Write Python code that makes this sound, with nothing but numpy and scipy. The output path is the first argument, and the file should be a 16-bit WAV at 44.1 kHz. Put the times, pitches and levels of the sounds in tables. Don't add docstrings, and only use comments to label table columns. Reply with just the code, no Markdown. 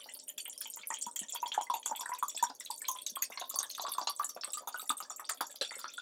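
import sys
import numpy as np
from scipy import signal
from scipy.fft import rfft, irfft, next_fast_len
from scipy.io import wavfile

SR = 44100
rng = np.random.default_rng(int(sys.argv[2]) if len(sys.argv) > 2 else 0)


def wav_record(signal):
    frames = np.transpose(np.atleast_2d(signal))
    bounded = np.clip(frames, -1, 1)
    quanta = np.round(bounded * 32767).astype(np.int16)
    wavfile.write(sys.argv[1], SR, quanta)


N = 265437
SPAN = 12288
LEAD = 4410

# (time [s], pitch [Hz])
AIR_NOTE = [(0, 885), (1.5, 933), (3, 1033), (4.2, 1173), (5.2, 1286), (6, 1413)]
# (time [s], level [dB], pitch [Hz])
PLOPS = [(0.005, -39.5, 3500), (0.022, -45.5, 2920), (0.0422, -35, 4620), (0.091, -40, 2890),
         (0.149, -36, 4500), (0.1905, -35, 5270), (0.199, -38.5, 5370), (0.2787, -42, 2900),
         (0.2957, -40.5, 3140), (0.38, -28.5, 3370), (0.4568, -29.5, 2930), (0.529, -41.5, 3280),
         (0.5776, -32.5, 5400), (0.614, -37, 3380), (0.6196, -28.5, 5250), (0.6564, -31.5, 3050),
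         (0.731, -39, 5250), (0.7706, -46, 2030), (0.7896, -42, 3180), (0.8142, -38, 3500),
         (0.833, -35, 2260), (0.9095, -31, 1900), (0.943, -32, 3110), (0.9698, -32.5, 3270),
         (1.02, -37.5, 4520), (1.058, -41, 3370), (1.162, -32, 3200), (1.1918, -34.5, 3090),
         (1.2186, -36, 2960), (1.284, -40, 3640), (1.2963, -35, 3370), (1.335, -30, 5430),
         (1.3524, -41, 3340), (1.359, -30, 3330), (1.4334, -38.5, 2630), (1.4593, -29, 3280),
         (1.496, -46, 5260), (1.5178, -19.5, 3155), (1.578, -58, 3240), (1.583, -40, 2920),
         (1.603, -39, 3120), (1.617, -40, 3160), (1.6686, -50, 2060), (1.699, -34, 3420),
         (1.741, -29, 3600), (1.7667, -43, 3670), (1.8292, -36, 3200), (1.861, -32.5, 3390),
         (1.8643, -39, 3550), (1.951, -32.5, 3220), (1.9653, -33, 3400), (2.007, -33, 3500),
         (2.0582, -27.5, 1720), (2.1178, -33, 1960), (2.148, -37, 3750), (2.176, -42, 2420),
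         (2.19, -56, 2800), (2.2257, -38.5, 3500), (2.278, -48, 3880), (2.296, -36.5, 3460),
         (2.347, -37, 5030), (2.3745, -25.5, 3460), (2.4258, -33, 3700), (2.467, -40, 3520),
         (2.4857, -50, 3640), (2.498, -32.5, 4880), (2.607, -36.5, 1960), (2.608, -39, 3680),
         (2.6613, -32.5, 3920), (2.711, -28, 4700), (2.7094, -39, 3480), (2.807, -49, 2160),
         (2.815, -45, 5070), (2.8433, -35, 2300), (2.852, -31.5, 4100), (2.883, -30, 3280),
         (2.9634, -41, 3380), (2.961, -39.5, 3070), (2.9865, -33.5, 3330), (3.019, -43, 4360),
         (3.0654, -26.5, 3880), (3.0976, -41, 4300), (3.158, -32, 3210), (3.2237, -29, 2580),
         (3.223, -27, 4460), (3.32, -31, 2070), (3.3742, -26.5, 4280), (3.373, -33, 2120),
         (3.4122, -28.5, 3800), (3.441, -36, 3700), (3.501, -38.5, 3680), (3.5193, -36.5, 4800),
         (3.542, -26.5, 5140), (3.589, -34.5, 3820), (3.6057, -31, 4730), (3.63, -32.5, 3840),
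         (3.701, -26.5, 4220), (3.732, -34.5, 5100), (3.749, -31, 3670), (3.779, -34, 4400),
         (3.796, -27, 4050), (3.823, -32, 4200), (3.8657, -31, 3870), (3.8842, -29, 4770),
         (3.921, -31.5, 3570), (3.936, -29.5, 4400), (3.981, -39, 3700), (4.015, -51, 4300),
         (4.0138, -25.5, 4590), (4.0724, -20, 4120), (4.0739, -28.5, 2820), (4.192, -39, 4380),
         (4.2302, -36.5, 3820), (4.2958, -44, 3680), (4.41, -45, 3800), (4.364, -45.5, 2500),
         (4.4352, -27, 4400), (4.4334, -34, 2700), (4.503, -37, 5160), (4.293, -55, 1980),
         (4.535, -31, 3920), (4.58, -47, 1750), (4.579, -33, 4740), (4.584, -48, 3140), (4.6746, -36, 3550),
         (4.6915, -38.5, 3600), (4.728, -36.5, 4700), (4.762, -41, 2950), (4.7959, -32.5, 3770),
         (4.862, -57, 1980), (4.8939, -22.5, 3620), (4.9816, -43, 3640), (5.004, -38, 2900),
         (5.026, -32.5, 4850), (5.1062, -42, 3560), (5.183, -49, 2650), (5.1937, -39.5, 1890),
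         (5.244, -42.5, 3600), (5.251, -35.5, 4640), (5.2908, -25, 4860), (5.337, -40, 5000),
         (5.374, -41, 3330), (5.4093, -25.5, 4650), (5.4097, -32, 3420), (5.502, -47, 3740),
         (5.515, -47.5, 3360), (5.559, -33, 4700), (5.6117, -16.5, 4010), (5.648, -27, 3450),
         (5.7082, -39, 2054), (5.7378, -31, 2130), (5.791, -40, 5000), (5.8137, -34.5, 4700),
         (5.8423, -33.5, 4270), (5.892, -41.5, 2550), (5.918, -41.5, 3730), (5.9386, -37.5, 3430),
         (5.9778, -32.5, 3430)]
# (time [s], level [dB], pitch [Hz])
DROPLETS = [(0.034, -39, 11050), (0.0964, -40.5, 7240), (0.1164, -46, 8200), (0.138, -29.5, 9840),
            (0.171, -37, 9800), (0.198, -35, 7300), (0.238, -42, 8500), (0.2835, -45, 8600),
            (0.282, -28.5, 9250), (0.377, -38, 11000), (0.381, -30, 7170), (0.4075, -30, 9300),
            (0.453, -33.5, 8430), (0.497, -27, 7230), (0.5302, -34.5, 9700), (0.578, -29.5, 9540),
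            (0.61, -23.5, 9770), (0.646, -34, 7040), (0.7005, -39, 8300), (0.739, -57, 6600),
            (0.738, -27.5, 7050), (0.7711, -31.5, 7390), (0.872, -24, 9770), (0.9036, -25.5, 7170),
            (0.9398, -26, 6630), (0.987, -33.5, 9500), (1.0128, -27.5, 6800), (1.024, -22, 7370),
            (1.064, -33, 6930), (1.1128, -36.5, 8200), (1.161, -24, 7140), (1.1917, -22, 7730),
            (1.2283, -36.5, 7230), (1.284, -38, 6960), (1.294, -33.5, 7500), (1.3235, -24, 7100),
            (1.4024, -40, 5980), (1.42, -39, 6730), (1.461, -38.5, 7040), (1.469, -43, 7000),
            (1.48, -37.5, 5500), (1.521, -43, 5700), (1.5416, -33, 6700), (1.54, -31.5, 7440),
            (1.613, -32, 6900), (1.6297, -37, 6760), (1.6686, -53, 8150), (1.699, -36.5, 9000),
            (1.703, -38, 5620), (1.738, -31, 6860), (1.7673, -36, 7050), (1.798, -35.5, 10300),
            (1.8312, -44, 6220), (1.8597, -19.5, 7340), (1.9134, -43.5, 7600), (1.961, -33, 7700),
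            (1.9594, -37, 7700), (1.9955, -29.5, 7150), (2.0104, -29.5, 5570), (2.058, -32, 8040),
            (2.0906, -34, 7660), (2.136, -35.5, 5700), (2.1885, -34.5, 7960), (2.233, -34, 9800),
            (2.232, -33, 6860), (2.283, -26, 7070), (2.326, -43, 7500), (2.3507, -34.5, 5260),
            (2.365, -26, 7620), (2.426, -25, 6700), (2.437, -23.5, 7140), (2.5504, -44, 6360),
            (2.5994, -30, 7600), (2.607, -36.5, 5600), (2.649, -38, 6560), (2.7044, -27, 7940),
            (2.7416, -31.5, 9500), (2.7781, -36.5, 7100), (2.78, -35, 8600), (2.818, -29.5, 7740),
            (2.8704, -45, 8300), (2.885, -21.5, 6370), (2.9132, -29, 6400), (2.948, -35, 9500),
            (2.986, -41, 8400), (3.02, -33.5, 8500), (3.064, -24.5, 6380), (3.0977, -34, 6320),
            (3.159, -30, 8200), (3.2227, -21, 6520), (3.305, -47, 5750), (3.321, -46, 10100),
            (3.3445, -47, 8900), (3.398, -32, 6500), (3.479, -53, 10900), (3.498, -29, 7150),
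            (3.542, -36, 6020), (3.559, -25, 10400), (3.588, -17, 6410), (3.63, -26.5, 8760),
            (3.666, -39.5, 6260), (3.697, -31, 11500), (3.712, -31.5, 6350), (3.75, -37, 6170),
            (3.778, -40, 10900), (3.807, -36, 6800), (3.821, -32, 6240), (3.866, -37.5, 7650),
            (3.885, -36.5, 5400), (3.919, -24.5, 10750), (3.938, -29, 8500), (3.982, -34.5, 6500),
            (3.993, -37, 7460), (4.0716, -27, 6700), (4.0978, -23.5, 11000), (4.1635, -33, 7850),
            (4.195, -37.5, 5960), (4.2444, -21, 7680), (4.2932, -31.5, 5850), (4.2906, -35, 7350),
            (4.347, -42.5, 5440), (4.411, -32.5, 5330), (4.4455, -25, 8150), (4.504, -36, 8050),
            (4.533, -21.5, 7760), (4.572, -30.5, 7950), (4.6744, -31.5, 6600), (4.725, -41, 6900),
            (4.743, -40.5, 6700), (4.759, -42, 8050), (4.786, -30, 10800), (4.795, -33.5, 7640),
            (4.8189, -34, 8150), (4.8556, -39, 7270), (4.877, -32.5, 10200), (4.8946, -18.5, 7980),
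            (4.969, -37, 8300), (4.9815, -32.5, 8000), (5.002, -33.5, 7200), (5.026, -46, 5080),
            (5.06, -48, 7400), (5.098, -31, 7150), (5.122, -40, 6950), (5.147, -51, 5650),
            (5.1613, -33, 7400), (5.1983, -36.5, 7600), (5.251, -49, 8340), (5.293, -28.5, 8940),
            (5.297, -21, 7400), (5.41, -34.5, 7000), (5.442, -40, 7110), (5.4677, -32, 6960),
            (5.4963, -45, 7960), (5.507, -38.5, 7700), (5.526, -41, 7340), (5.5595, -55, 10400),
            (5.6126, -37, 5850), (5.612, -31, 7800), (5.648, -35, 7350), (5.676, -43, 7300),
            (5.708, -40, 7560), (5.727, -41.5, 7500), (5.7544, -32, 7900), (5.792, -36.5, 7100),
            (5.8802, -34.5, 5730), (5.937, -42, 7500), (5.972, -37.5, 7760)]
# (time [s], level [dB], pitch partway up its rise [Hz], fade time [cycles])
GULPS = [(0.06, -41.5, 735, 0.92), (0.087, -48.5, 1970, 9.2), (0.381, -62, 2040, 4.8),
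         (0.479, -46.5, 940, 0.69), (0.614, -43, 1660, 2.5), (0.656, -46, 860, 1.5), (0.771, -40, 1020, 1),
         (0.165, -53, 960, 0.87), (0.298, -55, 1830, 4.8), (0.904, -28, 1020, 1.33), (1.066, -36, 944, 4.5),
         (1.162, -47, 1940, 5.5), (1.215, -49.5, 650, 2), (1.231, -46, 1810, 9.5), (1.335, -42, 680, 2.4),
         (1.35, -32.5, 1020, 1.6), (1.428, -27, 968, 2.9), (1.464, -39, 980, 3.3),
         (1.518, -43.5, 890, 0.97), (1.546, -28, 1580, 1.7), (1.577, -19, 831, 3.2),
         (1.668, -44.5, 2004, 8.5), (1.699, -22.5, 1033, 3.7), (1.739, -22.5, 882, 4.1),
         (1.86, -29.5, 1060, 1), (1.897, -37, 830, 1.1), (1.913, -25, 850, 2.2), (1.993, -40, 1010, 4),
         (2.009, -34.5, 1016, 3.9), (2.029, -39.5, 887, 2.5), (2.059, -62, 1680, 3.5),
         (2.094, -29.5, 950, 0.97), (2.117, -31, 1017, 3.6), (2.152, -41, 1060, 1.2),
         (2.226, -22, 1130, 3.3), (2.348, -41.5, 670, 0.94), (2.394, -43.5, 1740, 10),
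         (2.426, -21.5, 912, 3.6), (2.501, -33.5, 805, 1.8), (2.606, -56, 1900, 5.4),
         (2.701, -32, 900, 4.6), (2.819, -42, 1750, 5.2), (2.886, -30.5, 1002, 4.4),
         (2.952, -39, 1010, 1.5), (3.169, -28, 1120, 2.1), (3.302, -36, 690, 0.82), (3.374, -38, 965, 2.1),
         (3.414, -31.5, 680, 2.8), (3.42, -33, 966, 3.2), (3.51, -44, 1240, 4.2), (3.541, -34, 690, 0.82),
         (3.56, -32, 1060, 2.6), (3.604, -33, 970, 1), (3.63, -39, 1170, 2.5), (3.634, -34.5, 1670, 3.5),
         (3.782, -32, 1200, 2.2), (3.796, -28, 850, 1.8), (3.838, -36.5, 644, 5.1),
         (3.85, -27.5, 1054, 2.1), (3.882, -26.5, 1010, 1.15), (3.95, -40, 1220, 2.1),
         (3.965, -47.5, 1160, 2.2), (3.983, -22.5, 980, 2.2), (4.015, -30, 794, 1.9),
         (4.045, -45, 915, 1.9), (4.073, -24.5, 920, 1.4), (4.09, -31, 960, 1.2), (4.197, -23, 1170, 2.6),
         (4.235, -38.5, 1670, 4.3), (4.292, -46.5, 1190, 3), (4.364, -31, 620, 1.1),
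         (4.436, -31.5, 1320, 0.85), (4.477, -36.5, 1150, 0.76), (4.478, -45, 500, 1.7),
         (4.544, -51.5, 1190, 4.5), (4.572, -35.5, 1180, 3), (4.608, -45, 620, 1.9),
         (4.621, -40.5, 660, 2.4), (4.633, -50, 984, 6.2), (4.674, -29.5, 897, 2.1),
         (4.677, -38.5, 1250, 3), (4.693, -48, 1490, 4.2), (4.743, -31, 1460, 7.4),
         (4.745, -33.5, 820, 1.1), (4.795, -43, 1230, 4.8), (4.827, -39.5, 690, 0.78),
         (4.903, -21, 1190, 1.66), (5.003, -31.5, 1180, 2), (5.026, -40, 736, 0.94),
         (5.104, -33.5, 1120, 1.4), (5.05, -48, 1670, 6), (5.196, -33, 1160, 1.5),
         (5.294, -31.5, 1260, 2.2), (5.295, -24.5, 1800, 1.4), (5.348, -48, 650, 0.98),
         (5.407, -23.5, 1280, 1.08), (5.411, -20.5, 910, 2.1), (5.497, -51, 1660, 5), (5.5, -53, 525, 1.7),
         (5.543, -44.5, 740, 0.7), (5.611, -31.5, 517, 2.8), (5.617, -32, 1590, 3.2),
         (5.709, -30.5, 1990, 2.6), (5.765, -42.5, 533, 2.4), (5.79, -37.5, 1450, 0.64),
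         (5.843, -27, 1220, 1.1), (5.98, -35, 1474, 6.2)]
# (time [s], level [dB])
SPRAYS = [(0.066, -45), (0.1251, -45), (0.143, -29), (0.2354, -48), (0.27, -40), (0.2823, -41),
          (0.296, -27), (0.38, -29), (0.406, -37), (0.4458, -33), (0.477, -28), (0.5791, -40),
          (0.6055, -27), (0.6725, -34), (0.699, -29), (0.7575, -28.5), (0.8727, -21.5), (0.9385, -38),
          (0.9857, -50), (1.0181, -32), (1.0625, -35), (1.158, -25.5), (1.195, -31), (1.2994, -33),
          (1.3069, -39), (1.348, -19.5), (1.4183, -39), (1.427, -34), (1.475, -36), (1.5269, -44),
          (1.545, -35), (1.6105, -40), (1.632, -34), (1.6985, -40), (1.7385, -26.5), (1.8567, -27.5),
          (1.8657, -35), (1.914, -43), (1.96, -28.5), (1.9894, -40), (2.007, -27.5), (2.0572, -43),
          (2.094, -36), (2.137, -30), (2.186, -33), (2.2268, -31), (2.281, -27.5), (2.3116, -48),
          (2.3461, -48), (2.374, -33), (2.425, -23.5), (2.549, -42), (2.6005, -35), (2.6389, -47),
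          (2.6545, -34), (2.708, -27.5), (2.7591, -36), (2.7881, -34.5), (2.818, -33), (2.882, -19),
          (2.914, -23), (2.9711, -39), (3.015, -35), (3.0627, -30), (3.097, -32.5), (3.154, -27),
          (3.2211, -14.5), (3.3, -34), (3.397, -27.5), (3.455, -46), (3.475, -38), (3.494, -20.5),
          (3.557, -21.5), (3.5872, -27), (3.627, -25), (3.696, -34), (3.748, -35), (3.7774, -34.5),
          (3.816, -28), (3.892, -32.5), (3.9035, -40), (3.918, -23), (3.979, -33.5), (4.0406, -43),
          (4.073, -53), (4.095, -31), (4.151, -42), (4.1936, -30), (4.22, -31), (4.2445, -27.5),
          (4.2777, -46), (4.2894, -28), (4.348, -39.5), (4.441, -40), (4.4413, -36), (4.4762, -46),
          (4.52, -33.5), (4.532, -32), (4.572, -32), (4.6184, -47), (4.673, -31), (4.6766, -26),
          (4.7431, -45), (4.771, -32), (4.784, -40), (4.8, -32), (4.818, -30), (4.8599, -39), (4.8927, -27),
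          (4.916, -32), (4.973, -31), (5.003, -30), (5.1048, -43), (5.162, -36), (5.196, -32), (5.294, -27),
          (5.3454, -38), (5.371, -39), (5.408, -24), (5.468, -36), (5.51, -38), (5.557, -35), (5.617, -31),
          (5.78, -37), (5.792, -30.5), (5.9345, -35)]


def amp(db):
    return 10 ** (np.asarray(db) / 20)


def curve_at(points, hz):
    f, value = np.transpose(points)
    return np.interp(np.log(hz + 1), np.log(f + 1), value)


def resonance(f, centre_hz, width_hz):
    return 1j * f * width_hz / (centre_hz ** 2 - f ** 2 + 1j * f * width_hz)


def bubble(hz, db, cycles, rise, delay=0, swell=5):
    t = np.arange(SPAN // 8) / SR - np.reshape(delay, (-1, 1))
    turns = np.maximum(t, 0) * np.asarray(hz)[:, None]
    age = turns / np.reshape(cycles, (-1, 1))
    loudness = (1 - np.exp(-swell * age)) ** 2 * np.exp(-age)
    climb = 1 + np.reshape(rise, (-1, 1)) * np.tanh(age / 2)
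    return amp(db)[:, None] * loudness * np.sin(2 * np.pi * turns * climb)


def swarm(db, low_hz, high_hz, wait_s, cycles, count):
    chance = rng.random((len(db), count, 3))
    hz = low_hz * (high_hz / low_hz) ** chance[..., 0]
    delay = -wait_s * np.log(1 - 0.98 * chance[..., 1])
    return sum(bubble(hz[:, k], db - 9 * chance[:, k, 2], cycles, rise=0.041, delay=delay[:, k])
               for k in range(count))


def room_echoes():
    # (frequency [Hz], time to fade by 60 dB [s])
    fade_times = [(300, 0.098), (1000, 0.14), (4000, 0.12), (9000, 0.081), (15000, 0.057)]
    hz, t, bands = signal.stft(rng.standard_normal((24, SPAN * 3 // 4)), SR, nperseg=256)
    bands *= amp(1.5 * rng.standard_normal((len(bands), 1, len(t))))
    fade = amp(-60 * t / curve_at(fade_times, hz)[:, None])
    tails = signal.istft(bands * fade, SR, nperseg=256)[1]
    tails *= 1 - np.exp(-np.arange(tails.shape[1]) / SR / 0.00018)
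    return rfft(tails / np.linalg.norm(tails, axis=1, keepdims=True), SPAN)


def in_jar_and_room(times, sounds, air_db, glass_db, echo_db):
    # (pitch [Hz], width [Hz], level [dB])
    wall_notes = [(3570, 26, -8), (4240, 24, 2.5), (4558, 41, 12.5), (5660, 46, 16), (6290, 210, 4),
                  (7016, 170, 13.5), (7757, 134, 8), (7800, 360, -2), (8470, 180, 10.5), (9460, 58, 9),
                  (11500, 50, -5)]
    # (time [s], pitch [Hz])
    sideways_note = [(0, 3060), (2, 3397), (6, 3554)]
    f = np.fft.rfftfreq(SPAN, 1 / SR)
    slosh = 1 + 0.013 * rng.standard_normal(len(times))
    air_hz = (slosh * np.interp(times, *np.transpose(AIR_NOTE)))[:, None]
    sideways_hz = np.interp(times, *np.transpose(sideways_note))[:, None]
    strike_db = 3 * rng.standard_normal((len(times), len(wall_notes), 1))
    ringing = sum((-1) ** k * amp(db + strike_db[:, k]) * resonance(f, hz, width)
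                  for k, (hz, width, db) in enumerate(wall_notes))
    ringing += amp(6.5) * resonance(f, sideways_hz, width_hz=195)
    jar = 1 + amp(air_db) * resonance(f, air_hz, width_hz=41.5) + amp(glass_db) * ringing
    tails = room_echoes()
    room = 1 + amp(echo_db) * tails[np.arange(len(times)) % len(tails)]
    heard = irfft(rfft(sounds, SPAN) * jar * room, SPAN)
    where = np.round(times * SR).astype(int)[:, None] + np.arange(SPAN) + LEAD
    return np.bincount(where.ravel(), heard.ravel(), N + SPAN + LEAD)[LEAD:LEAD + N]


def hum():
    # (frequency [Hz], relative level [dB])
    noise_colour = [(60, -6), (120, 9.5), (190, -8.5), (260, 11), (350, 1), (500, 5), (600, 11), (700, 1.5),
                    (900, -8), (1500, -45), (4000, -50)]
    # (pitch [Hz], level [dB])
    hum_tones = [(258, -85), (398, -84), (497, -80), (598, -76)]
    size = next_fast_len(N)
    colour = amp(curve_at(noise_colour, np.fft.rfftfreq(size, 1 / SR)))
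    noise = irfft(rfft(rng.standard_normal(size)) * colour, size)[:N]
    hz, db = np.transpose(hum_tones)[..., None]
    drift = 0.01 * np.cumsum(rng.standard_normal((len(hz), N)), axis=1)
    tones = np.sqrt(2) * amp(db) * np.sin(2 * np.pi * hz * np.arange(N) / SR + drift)
    return amp(-72) * noise / np.std(noise) + tones.sum(axis=0)


def fizz(count=360):
    # (time [s], level [dB])
    strength = [(0.0, -39), (0.42, -73), (0.55, -52), (2.73, -53), (2.9, -53), (3.35, -45), (3.67, -52),
                (3.94, -47), (4.31, -55.5), (5.53, -73), (5.67, -35.5), (6.02, -58)]
    chance = rng.random((count, 2))
    times = ((np.arange(count) + chance[:, 0]) / count * (N + LEAD) - LEAD) / SR
    db = np.interp(times, *np.transpose(strength)) - 5.4 * np.log(1 - 0.93 * chance[:, 1])
    trickle = swarm(db - 8, low_hz=3350, high_hz=10270, wait_s=0.0059, cycles=13.4, count=3)
    sparkle = swarm(db - 15, low_hz=9230, high_hz=14600, wait_s=0.02, cycles=27, count=3)
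    patter = swarm(db - 19, low_hz=470, high_hz=2230, wait_s=0.011, cycles=5.9, count=1)
    return in_jar_and_room(times, trickle + sparkle + patter, air_db=9, glass_db=-6, echo_db=-5)


def splashes():
    plop_times, db, hz = np.transpose(PLOPS)
    plop = bubble(hz, db + 1.5, cycles=5.37, rise=0.0025, swell=2.77)
    plop += swarm(db - 5.5, 0.678 * hz[:, None], 1.34 * hz[:, None], wait_s=0.0064, cycles=2.28, count=5)
    plop += bubble(0.67 * hz, db - 9, cycles=1, rise=0)
    drop_times, db, hz = np.transpose(DROPLETS)
    drop = bubble(hz, db + 2.5, cycles=8, rise=0.014, swell=5.84)
    drop += swarm(db - 4, 0.866 * hz[:, None], 1.339 * hz[:, None], wait_s=0.0057, cycles=8.1, count=3)
    spray_times, db = np.transpose(SPRAYS)
    spray = swarm(db - 0.1, low_hz=10010, high_hz=14870, wait_s=0.0038, cycles=8, count=5)
    times = np.concatenate([plop_times, drop_times, spray_times])
    sounds = np.concatenate([plop, drop, spray])
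    return in_jar_and_room(times, sounds, air_db=6.5, glass_db=-8, echo_db=-3)


def froth(events, softer_db, air_db, cycles, count):
    typical_wait_s, fade_db_per_s = 0.036, 294
    times, db, hz = np.repeat(events, count, axis=0).T
    chance = rng.random((len(times), 2))
    wait = -typical_wait_s * np.log(1 - 0.95 * chance[:, 0])
    db = db - softer_db - fade_db_per_s * wait - 6 * chance[:, 1]
    bursts = swarm(db, 0.723 * hz[:, None], 1.345 * hz[:, None], wait_s=0.006, cycles=cycles, count=2)
    return in_jar_and_room(times + wait, bursts, air_db, glass_db=9, echo_db=-8.5)


def thuds():
    # (time [s], level [dB], pitch [Hz])
    landings = [(0.056, -76, 293), (0.358, -72, 230), (0.791, -68, 194), (0.904, -63, 257),
                (1.064, -53, 220), (1.214, -48, 242), (1.698, -58, 269), (1.915, -60.5, 264),
                (2.23, -61.5, 250), (2.346, -62, 260), (2.428, -54, 250), (2.497, -58, 278),
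                (3.118, -59, 246), (4.012, -54.5, 298), (4.364, -62, 287), (4.899, -47, 265),
                (5.407, -47.5, 288), (5.611, -56.5, 310)]
    times, db, hz = np.transpose(landings)
    pushes = bubble(hz, db + 9.5, cycles=1.33, rise=0)
    return in_jar_and_room(times, pushes, air_db=26, glass_db=2, echo_db=-3.5)


def gulps():
    times, db, hz, cycles = np.transpose(GULPS)
    below_air_note = np.maximum(np.interp(times, *np.transpose(AIR_NOTE)) / hz - 1, 0)
    rise = 0.035 + 0.11 * below_air_note
    pockets = bubble(hz / (1 + 0.47 * rise), db + 2.5, cycles, rise)
    burble = swarm(db - 4, low_hz=700, high_hz=1550, wait_s=0.011, cycles=1.8, count=2)
    return in_jar_and_room(times, pockets + burble, air_db=7.5, glass_db=13, echo_db=-3.5)


def scene():
    spray_events = [(time, db, 12600) for time, db in SPRAYS]
    gulp_events = [row[:3] for row in GULPS]
    settling = froth(PLOPS + DROPLETS, softer_db=10.5, air_db=6, cycles=5.1, count=3)
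    settling += froth(spray_events, softer_db=9, air_db=-5, cycles=8, count=4)
    settling += froth(gulp_events, softer_db=18.5, air_db=14.5, cycles=1.8, count=3)
    return (gulps() + thuds() + splashes() + settling + fizz() + hum())[None]


def record(dry):
    bass_cut_hz, treble_cut_hz, hiss_db = 170, 16300, -76
    thin = signal.sosfilt(signal.butter(4, bass_cut_hz, "highpass", fs=SR, output="sos"), dry)
    hissy = thin + amp(hiss_db) * rng.standard_normal(dry.shape)
    size = next_fast_len(N + SR // 4)
    kept = np.fft.rfftfreq(size, 1 / SR) < treble_cut_hz
    return irfft(rfft(hissy, size) * kept, size)[:, :N]


dry = scene()
out = record(dry)
wav_record(out)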